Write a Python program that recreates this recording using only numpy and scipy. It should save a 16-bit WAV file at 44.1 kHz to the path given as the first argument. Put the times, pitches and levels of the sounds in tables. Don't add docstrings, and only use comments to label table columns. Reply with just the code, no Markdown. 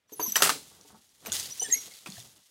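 import sys
import numpy as np
from scipy import signal
from scipy.fft import rfft, irfft, next_fast_len
from scipy.io import wavfile
from scipy.ndimage import map_coordinates

SR = 44100
rng = np.random.default_rng(int(sys.argv[2]) if len(sys.argv) > 2 else 0)


def output_pcm(signal):
    pcm = np.clip(np.atleast_2d(signal).T, -1, 1) * 32767
    wavfile.write(sys.argv[1], SR, np.round(pcm).astype(np.int16))


def to_linear_factor(level_db):
    exponent = np.asarray(level_db, float) / 20
    return 10 ** exponent


N = 110250

# pitch_hz [Hz], level_db [dB]
THREADS = [(180, -38.5), (300, -16), (1730, -14), (2400, -11), (3350, -4), (6390, -5.5), (9820, -7),
           (15600, -15.5)]


def unit(x):
    return x / np.sqrt(np.mean(x ** 2) + 1e-20)


def along(points, hz):
    f, v = np.transpose(points)
    return np.interp(np.log(hz + 1), np.log(f + 1), v)


def wobble(rate, size):
    return map_coordinates(rng.standard_normal(size // 8 + 4), [np.arange(size) * rate / SR])


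def filtered(x, response):
    m = next_fast_len(len(x) + 8192)
    return irfft(rfft(x, m) * response(np.fft.rfftfreq(m, 1 / SR)), m)[:len(x)]


def add(track, s, x):
    part = track[round(s * SR):][:len(x)]
    part += x[:len(part)]


def knocks():
    # start_s [s], peak_db [dB], decay_s [s per 60 dB], tilt_db [dB per octave]
    knock_rows = [(.094, -53, 0.18, -2), (0.196, -26, 0.13, -5.5), (0.3566, -10.5, 0.098, 1),
                  (.366, -18, .1, -1), (.404, -24, 0.11, -1.5), (.421, -4, 0.07, 0.77),
                  (0.4314, -9.5, 0.08, 2), (.44, -12, 0.15, 2), (.459, -15, 0.08, -0.5), (.47, -18, .14, 0),
                  (0.4925, -11, 0.061, -1), (.499, -17.5, .1, -1), (1.225, -51, .4, -4),
                  (1.25, -37, 0.14, -1), (1.2594, -27.5, 0.077, 0), (1.268, -30, 0.11, -1.5),
                  (2.06, -30.5, 0.073, -2), (2.072, -32, 0.068, 0.5), (1.878, -45.5, 0.052, -11)]
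    # pitch_hz [Hz], level_db [dB]
    slat_colour = [(35, -55.5), (60, -41), (156, -20.5), (346, -11), (389, -5), (1310, -2.5), (1700, -4.5),
                   (9130, -8), (16000, -18)]
    crack_s, crack_gain, rise_s, chatter_db = 0.012, 0.82, 0.0008, 2.5
    out, t = np.zeros(N), np.arange(SR // 4) / SR
    for start_s, peak_db, decay_s, tilt_db in knock_rows:
        tilt = lambda f: to_linear_factor(tilt_db * np.log2((f + 300) / 1500))
        noise = rng.standard_normal(len(t))
        slats = unit(filtered(noise, lambda f: to_linear_factor(along(slat_colour, f)) * tilt(f)))
        shape = to_linear_factor(-60 * t / decay_s) + crack_gain * to_linear_factor(-60 * t / crack_s)
        shape = shape * np.minimum(t / rise_s, 1)
        chatter = chatter_db * np.minimum(100 * t, 1) * wobble(346, len(t))
        add(out, start_s, to_linear_factor(peak_db - 10.5 + chatter) * shape * slats)
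    return out


def raps():
    # start_s [s], peak_db [dB], pitch_hz [Hz], decay_s [s per 60 dB]
    rap_rows = [(0.3563, -15, 2950, 0.023), (0.3577, -19, 1910, 0.043), (.422, -12.5, 1346, 0.027),
                (0.4217, -18, 3270, 0.019), (.433, -19.5, 1247, 0.035), (0.4592, -21, 1300, 0.027),
                (.471, -21, 1354, .03), (.493, -13.5, 1270, 0.027), (0.4992, -18.5, 1460, 0.027),
                (1.2603, -32, 2430, 0.023), (1.282, -36.5, 643, 0.037), (1.3195, -26.5, 3580, 0.036),
                (1.319, -35.5, 1490, 0.04), (1.331, -31, 3550, 0.028), (1.619, -37.5, 784, 0.062),
                (1.619, -39, 485, .07), (.1955, -24.5, 983, 0.034), (2.062, -35, 2586, 0.037),
                (2.063, -37, 1420, 0.034), (2.07, -40.5, 326, 0.05), (2.123, -43, 3500, .04),
                (2.167, -48.5, 1766, 0.077), (2.181, -44, 698, 0.039), (2.2015, -42, 3470, 0.044)]
    rise_s = 0.00091
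    out, t = np.zeros(N), np.arange(SR // 8) / SR
    for start_s, peak_db, pitch_hz, decay_s in rap_rows:
        unsteady_hz = pitch_hz * (1 + 0.05 * wobble(400, len(t)))
        turn = 2 * np.pi * np.cumsum(unsteady_hz) / SR
        add(out, start_s, to_linear_factor(peak_db - 60 * t / decay_s) * np.minimum(t / rise_s, 1) * np.sin(turn))
    return out


def taps():
    # start_s [s], peak_db [dB], favoured_hz [Hz]
    tap_rows = [(0.121, -36.5, 370), (.195, -22.5, 520), (.404, -19, 900), (.424, -24.5, 400),
                (.515, -32.5, 410), (0.556, -35, 403), (.712, -47.5, 650), (0.848, -45.5, 496),
                (.9, -41.5, 764), (.945, -40, 815), (1.267, -42, 504), (1.616, -33, 587),
                (1.685, -36.5, 388), (1.76, -42.5, 396), (2.249, -48, 700)]
    # pitch_hz [Hz], decay_s [s per 60 dB]
    beam_tones = [(290, 0.088), (435, 0.078), (770, 0.055), (890, 0.062), (1100, 0.052), (1300, 0.067),
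                  (1450, 0.074)]
    rise_s, scatter_db = 0.0008, 2
    favour_db = 10.5
    out, t = np.zeros(N), np.arange(SR // 5) / SR
    for start_s, peak_db, favoured_hz in tap_rows:
        ring = np.zeros(len(t))
        for pitch_hz, decay_s in beam_tones:
            tone_db = scatter_db * rng.standard_normal() - favour_db * np.log2(pitch_hz / favoured_hz) ** 2
            tone_hz = pitch_hz * (1 + 0.015 * rng.standard_normal())
            ring += to_linear_factor(tone_db - 60 * t / decay_s) * np.sin(2 * np.pi * tone_hz * t)
        add(out, start_s, to_linear_factor(peak_db) * (1 - np.exp(-t / rise_s)) * ring / np.abs(ring).max())
    return out


def thuds():
    # start_s [s], peak_db [dB], pitch_hz [Hz], decay_s [s per 60 dB]
    thud_rows = [
        (.197, -26, 316, 0.042),
        (0.278, -37.5, 201, 0.089),
        (.43, -35, 168.8, 0.24),
        (0.929, -56, 213.3, 0.27),
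        (1.281, -35, 191.5, 0.13),
        (1.29, -47.5, 87.4, 0.45),
        (2.087, -32, 179.3, 0.07),
        (2.172, -42, 113, 0.15),
    ]
    waver, flutter_db = 0.1, 4
    out, t = np.zeros(N), np.arange(SR // 2) / SR
    for start_s, peak_db, pitch_hz, decay_s in thud_rows:
        turn = 2 * np.pi * np.cumsum(pitch_hz * (1 + waver * wobble(70, len(t)))) / SR
        boom_db = peak_db + flutter_db * wobble(60, len(t)) - 60 * t / decay_s
        add(out, start_s, to_linear_factor(boom_db) * (1 - np.exp(-t / 0.0017)) * np.sin(turn))
    return out


def ticks():
    # start_s [s], peak_db [dB], pitch_hz [Hz]
    tick_rows = [(0.6294, -35, 6300), (0.3235, -32, 9500), (0.8113, -32.5, 5950), (0.957, -48, 5800),
                 (1.0919, -46.5, 5800), (1.2988, -24, 2900), (1.3198, -9.5, 6670), (1.3266, -8, 6760),
                 (1.3344, -13, 6430), (1.3978, -13.5, 6170), (1.4127, -25, 4230), (1.4282, -19.5, 4700),
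                 (1.4572, -23, 4880), (1.938, -33, 4500), (2.1015, -24.5, 6730), (2.1213, -26, 4390),
                 (2.2009, -27.5, 5730), (2.3813, -48, 2900)]
    decay_s, rise_s, snap_gain = 0.01, 0.00074, 0.61
    out, t = np.zeros(N), np.arange(SR // 20) / SR
    for start_s, peak_db, pitch_hz in tick_rows:
        near_pitch = lambda f: to_linear_factor(along(THREADS, f) - 7 * np.log2((f + 1) / pitch_hz) ** 2)
        snap = unit(filtered(rng.standard_normal(len(t)), near_pitch))
        shape = to_linear_factor(peak_db - 6.5 - 60 * t / decay_s) * np.minimum(t / rise_s, 1)
        add(out, start_s, shape * (np.sin(2 * np.pi * pitch_hz * t) + snap_gain * snap))
    return out


def stick_slip(hz, level, octave_db, waver, flutter_db):
    size = len(hz)
    turn = 2 * np.pi * np.cumsum(hz * (1 + waver * wobble(450, size))) / SR
    tone = to_linear_factor(flutter_db * wobble(330, size)) * np.sin(turn)
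    octave = to_linear_factor(octave_db) * to_linear_factor(flutter_db * wobble(330, size)) * np.sin(2 * turn)
    return np.sqrt(2) * level * (tone + octave)


def pivots():
    # start_s [s], length_s [s], level_db [dB], first_hz [Hz], last_hz [Hz]
    squeals = [
        (.121, 0.027, -47, 6330, 6130),
        (.195, 0.031, -39, 6510, 6020),
        (.222, 0.033, -31, 5990, 6260),
        (.26, .012, -32.5, 5920, 6210),
        (.27, 0.033, -37, 5830, 6050),
        (.27, 0.019, -39, 5630, 5770),
        (.32, 0.0075, -29.5, 6090, 6000),
        (.338, 0.023, -45.5, 6150, 6050),
        (.363, 0.009, -24, 6030, 6021),
        (.376, 0.054, -40, 6120, 6480),
    ]
    # start_s [s], length_s [s], level_db [dB], first_hz [Hz], last_hz [Hz]
    squeaks = [(.075, 0.018, -72, 5900, 5900), (.15, 0.081, -49, 10620, 10880),
               (.21, 0.017, -44.5, 4700, 4560), (.284, .03, -48, 7870, 7860),
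               (.258, 0.014, -43, 1020, 1030), (1.259, 0.021, -43, 13600, 13450),
               (1.266, .008, -45, 6300, 6150), (1.506, .03, -40.5, 5820, 5870),
               (1.595, .014, -30.5, 5951, 5961), (1.612, 0.032, -33, 6010, 6080),
               (1.599, 0.029, -39.5, 8940, 9130), (1.62, 0.057, -41.5, 8680, 8645),
               (1.608, 0.039, -42.5, 2975, 3047), (1.625, 0.012, -32.5, 7261, 7251),
               (1.641, 0.035, -46.5, 1860, 1700), (1.694, 0.0135, -47, 1700, 2050),
               (1.706, 0.028, -44.5, 1880, 1900), (1.728, 0.0216, -39, 1920, 2130),
               (1.753, 0.011, -39, 2130, 2180), (1.768, .018, -50, 2150, 2200),
               (1.708, 0.027, -31, 7400, 7270), (1.733, .03, -47, 7300, 7200),
               (1.722, 0.02, -19, 6520, 6550), (1.735, 0.01, -25.5, 6550, 6590),
               (1.735, 0.02, -32, 11301, 11302), (1.752, 0.064, -41.5, 5850, 5760),
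               (1.76, .02, -46, 11850, 11850), (1.91, 0.024, -55.5, 2200, 2100),
               (1.7, .011, -47, 4050, 3900), (1.735, .018, -47.5, 3950, 4350), (1.8, 0.01, -51, 4300, 3780),
               (1.656, .011, -48, 3380, 3350), (1.674, .008, -51, 4200, 3600),
               (1.64, .02, -44.5, 5600, 5250), (1.742, .014, -39.5, 6200, 6000),
               (1.744, .012, -51.5, 2650, 2570), (1.5, 0.012, -48, 5400, 4800)]
    out = np.zeros(N)
    for rows, octave_db, waver, flutter_db in ((squeals, 0, 0.02, 3), (squeaks, -21.5, 0.008, 3)):
        for start_s, length_s, level_db, first_hz, last_hz in rows:
            u = np.arange(SR // 8) / SR / length_s
            shape = np.clip(u / 0.25, 0, 1) * np.clip((1.2 - u) / 0.48, 0, 1)
            glide_hz = first_hz + (last_hz - first_hz) * np.minimum(u, 1)
            gain_db = octave_db if first_hz < SR / 5.5 else -120
            add(out, start_s, stick_slip(glide_hz, to_linear_factor(level_db) * shape, gain_db, waver, flutter_db))
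    return out


def threads():
    # start_s [s], level_db [dB], rise_s [s], fall_s [s per 60 dB]
    strokes = [
        (0.079, -58.5, 0.045, 10),
        (.19, -44, 0.11, 1.16),
        (.36, -49, 0.087, 1.32),
        (.8, -58, 0.096, 0.2),
        (1.169, -51.5, 0.13, 5),
        (1.311, -31, 0.042, .5),
        (1.45, -44.5, 0.15, 2),
        (1.701, -49, 0.028, 1.5),
        (2.06, -47.5, 0.12, 0.58),
    ]
    t = np.arange(N) / SR
    power = np.zeros(N)
    for start_s, level_db, rise_s, fall_s in strokes:
        fall = to_linear_factor(level_db - 60 * np.maximum(t - start_s - rise_s, 0) / fall_s)
        power += (fall * np.clip((t - start_s) / rise_s, 0, 1)) ** 2
    snags_per_s, snag_db, snag_share = 500, 4, 0.35
    snag_size = to_linear_factor(snag_db * np.minimum(rng.exponential(size=N), 2))
    hits = (rng.random(N) < snags_per_s / SR) * snag_size
    snags = np.convolve(hits, to_linear_factor(-60 * np.arange(200) / SR / 0.0019))[:N]
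    rub = (1 + snag_share * unit(snags)) * to_linear_factor(1.5 * wobble(60, N)) * rng.standard_normal(N)
    reed = lambda f: 1 + sum(0.76 / (1 + ((f - hz) / 85) ** 2) for hz in (1960, 6670))
    return np.sqrt(power) * unit(filtered(rub, lambda f: to_linear_factor(along(THREADS, f)) * reed(f)))


def frame():
    # pitch_hz [Hz], level_db [dB]
    frame_colour = [(26, -36.5), (45, -5), (86, -1), (300, -8), (643, -13), (1200, -14.5), (2000, -22),
                    (4000, -70)]
    # time_s [s], level_db [dB]
    murmur = [(0, -85), (.08, -80.5), (0.201, -55), (.45, -51), (.6, -62.5), (.78, -67.5), (.95, -59.5),
              (1.1, -76.5), (1.19, -74), (1.3, -53), (1.52, -60.5), (1.7, -56.5), (1.83, -58), (2, -72),
              (2.149, -57.5), (2.5, -80.5)]
    rumble = filtered(rng.standard_normal(N), lambda f: to_linear_factor(along(frame_colour, f)))
    lumps = unit(to_linear_factor(3.6 * wobble(30.04, N)) * rumble)
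    return to_linear_factor(np.interp(np.arange(N) / SR, *np.transpose(murmur))) * lumps


def room(x):
    # pitch_hz [Hz], decay_s [s per 60 dB]
    room_decay = [(150, 0.43), (1000, 0.18), (5000, 0.31), (14000, 0.31)]
    out, size = np.zeros(N), SR // 16
    for start in range(0, N, size):
        hz, t, z = signal.stft(rng.standard_normal(SR // 2), SR, nperseg=256)
        fading = z * to_linear_factor(-60 * t / along(room_decay, hz)[:, None])
        tail = signal.istft(fading, SR, nperseg=256)[1]
        echo = signal.fftconvolve(x[start:start + size], tail / np.linalg.norm(tail))
        add(out, start / SR + 0.004, echo)
    return out


def scene():
    blows = knocks() + taps() + thuds() + ticks()
    rings = raps()
    squeaks = pivots()
    sent = blows + to_linear_factor(-9) * rings + to_linear_factor(-6.5) * squeaks
    mix = blows + rings + squeaks + to_linear_factor(-6) * room(sent) + threads() + frame()
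    return mix[None]


def top_cut(x):
    return signal.sosfilt(signal.butter(12, 16450, fs=SR, output="sos"), x)


def record(dry):
    # pitch_hz [Hz], level_db [dB]
    hiss_colour = [(35, -32), (60, -19.5), (2650, -2.5), (16000, -21)]
    hiss = unit(filtered(rng.standard_normal(N), lambda f: to_linear_factor(along(hiss_colour, f))))
    band = lambda f: (1j * f / (47 + 1j * f)) ** 4 * np.clip((15900 - f) / 250 + 0.5, 0, 1)
    mix = filtered(dry[0] + to_linear_factor(-80) * hiss, band)
    return top_cut(mix[None])


dry = scene()
out = record(dry)
output_pcm(out)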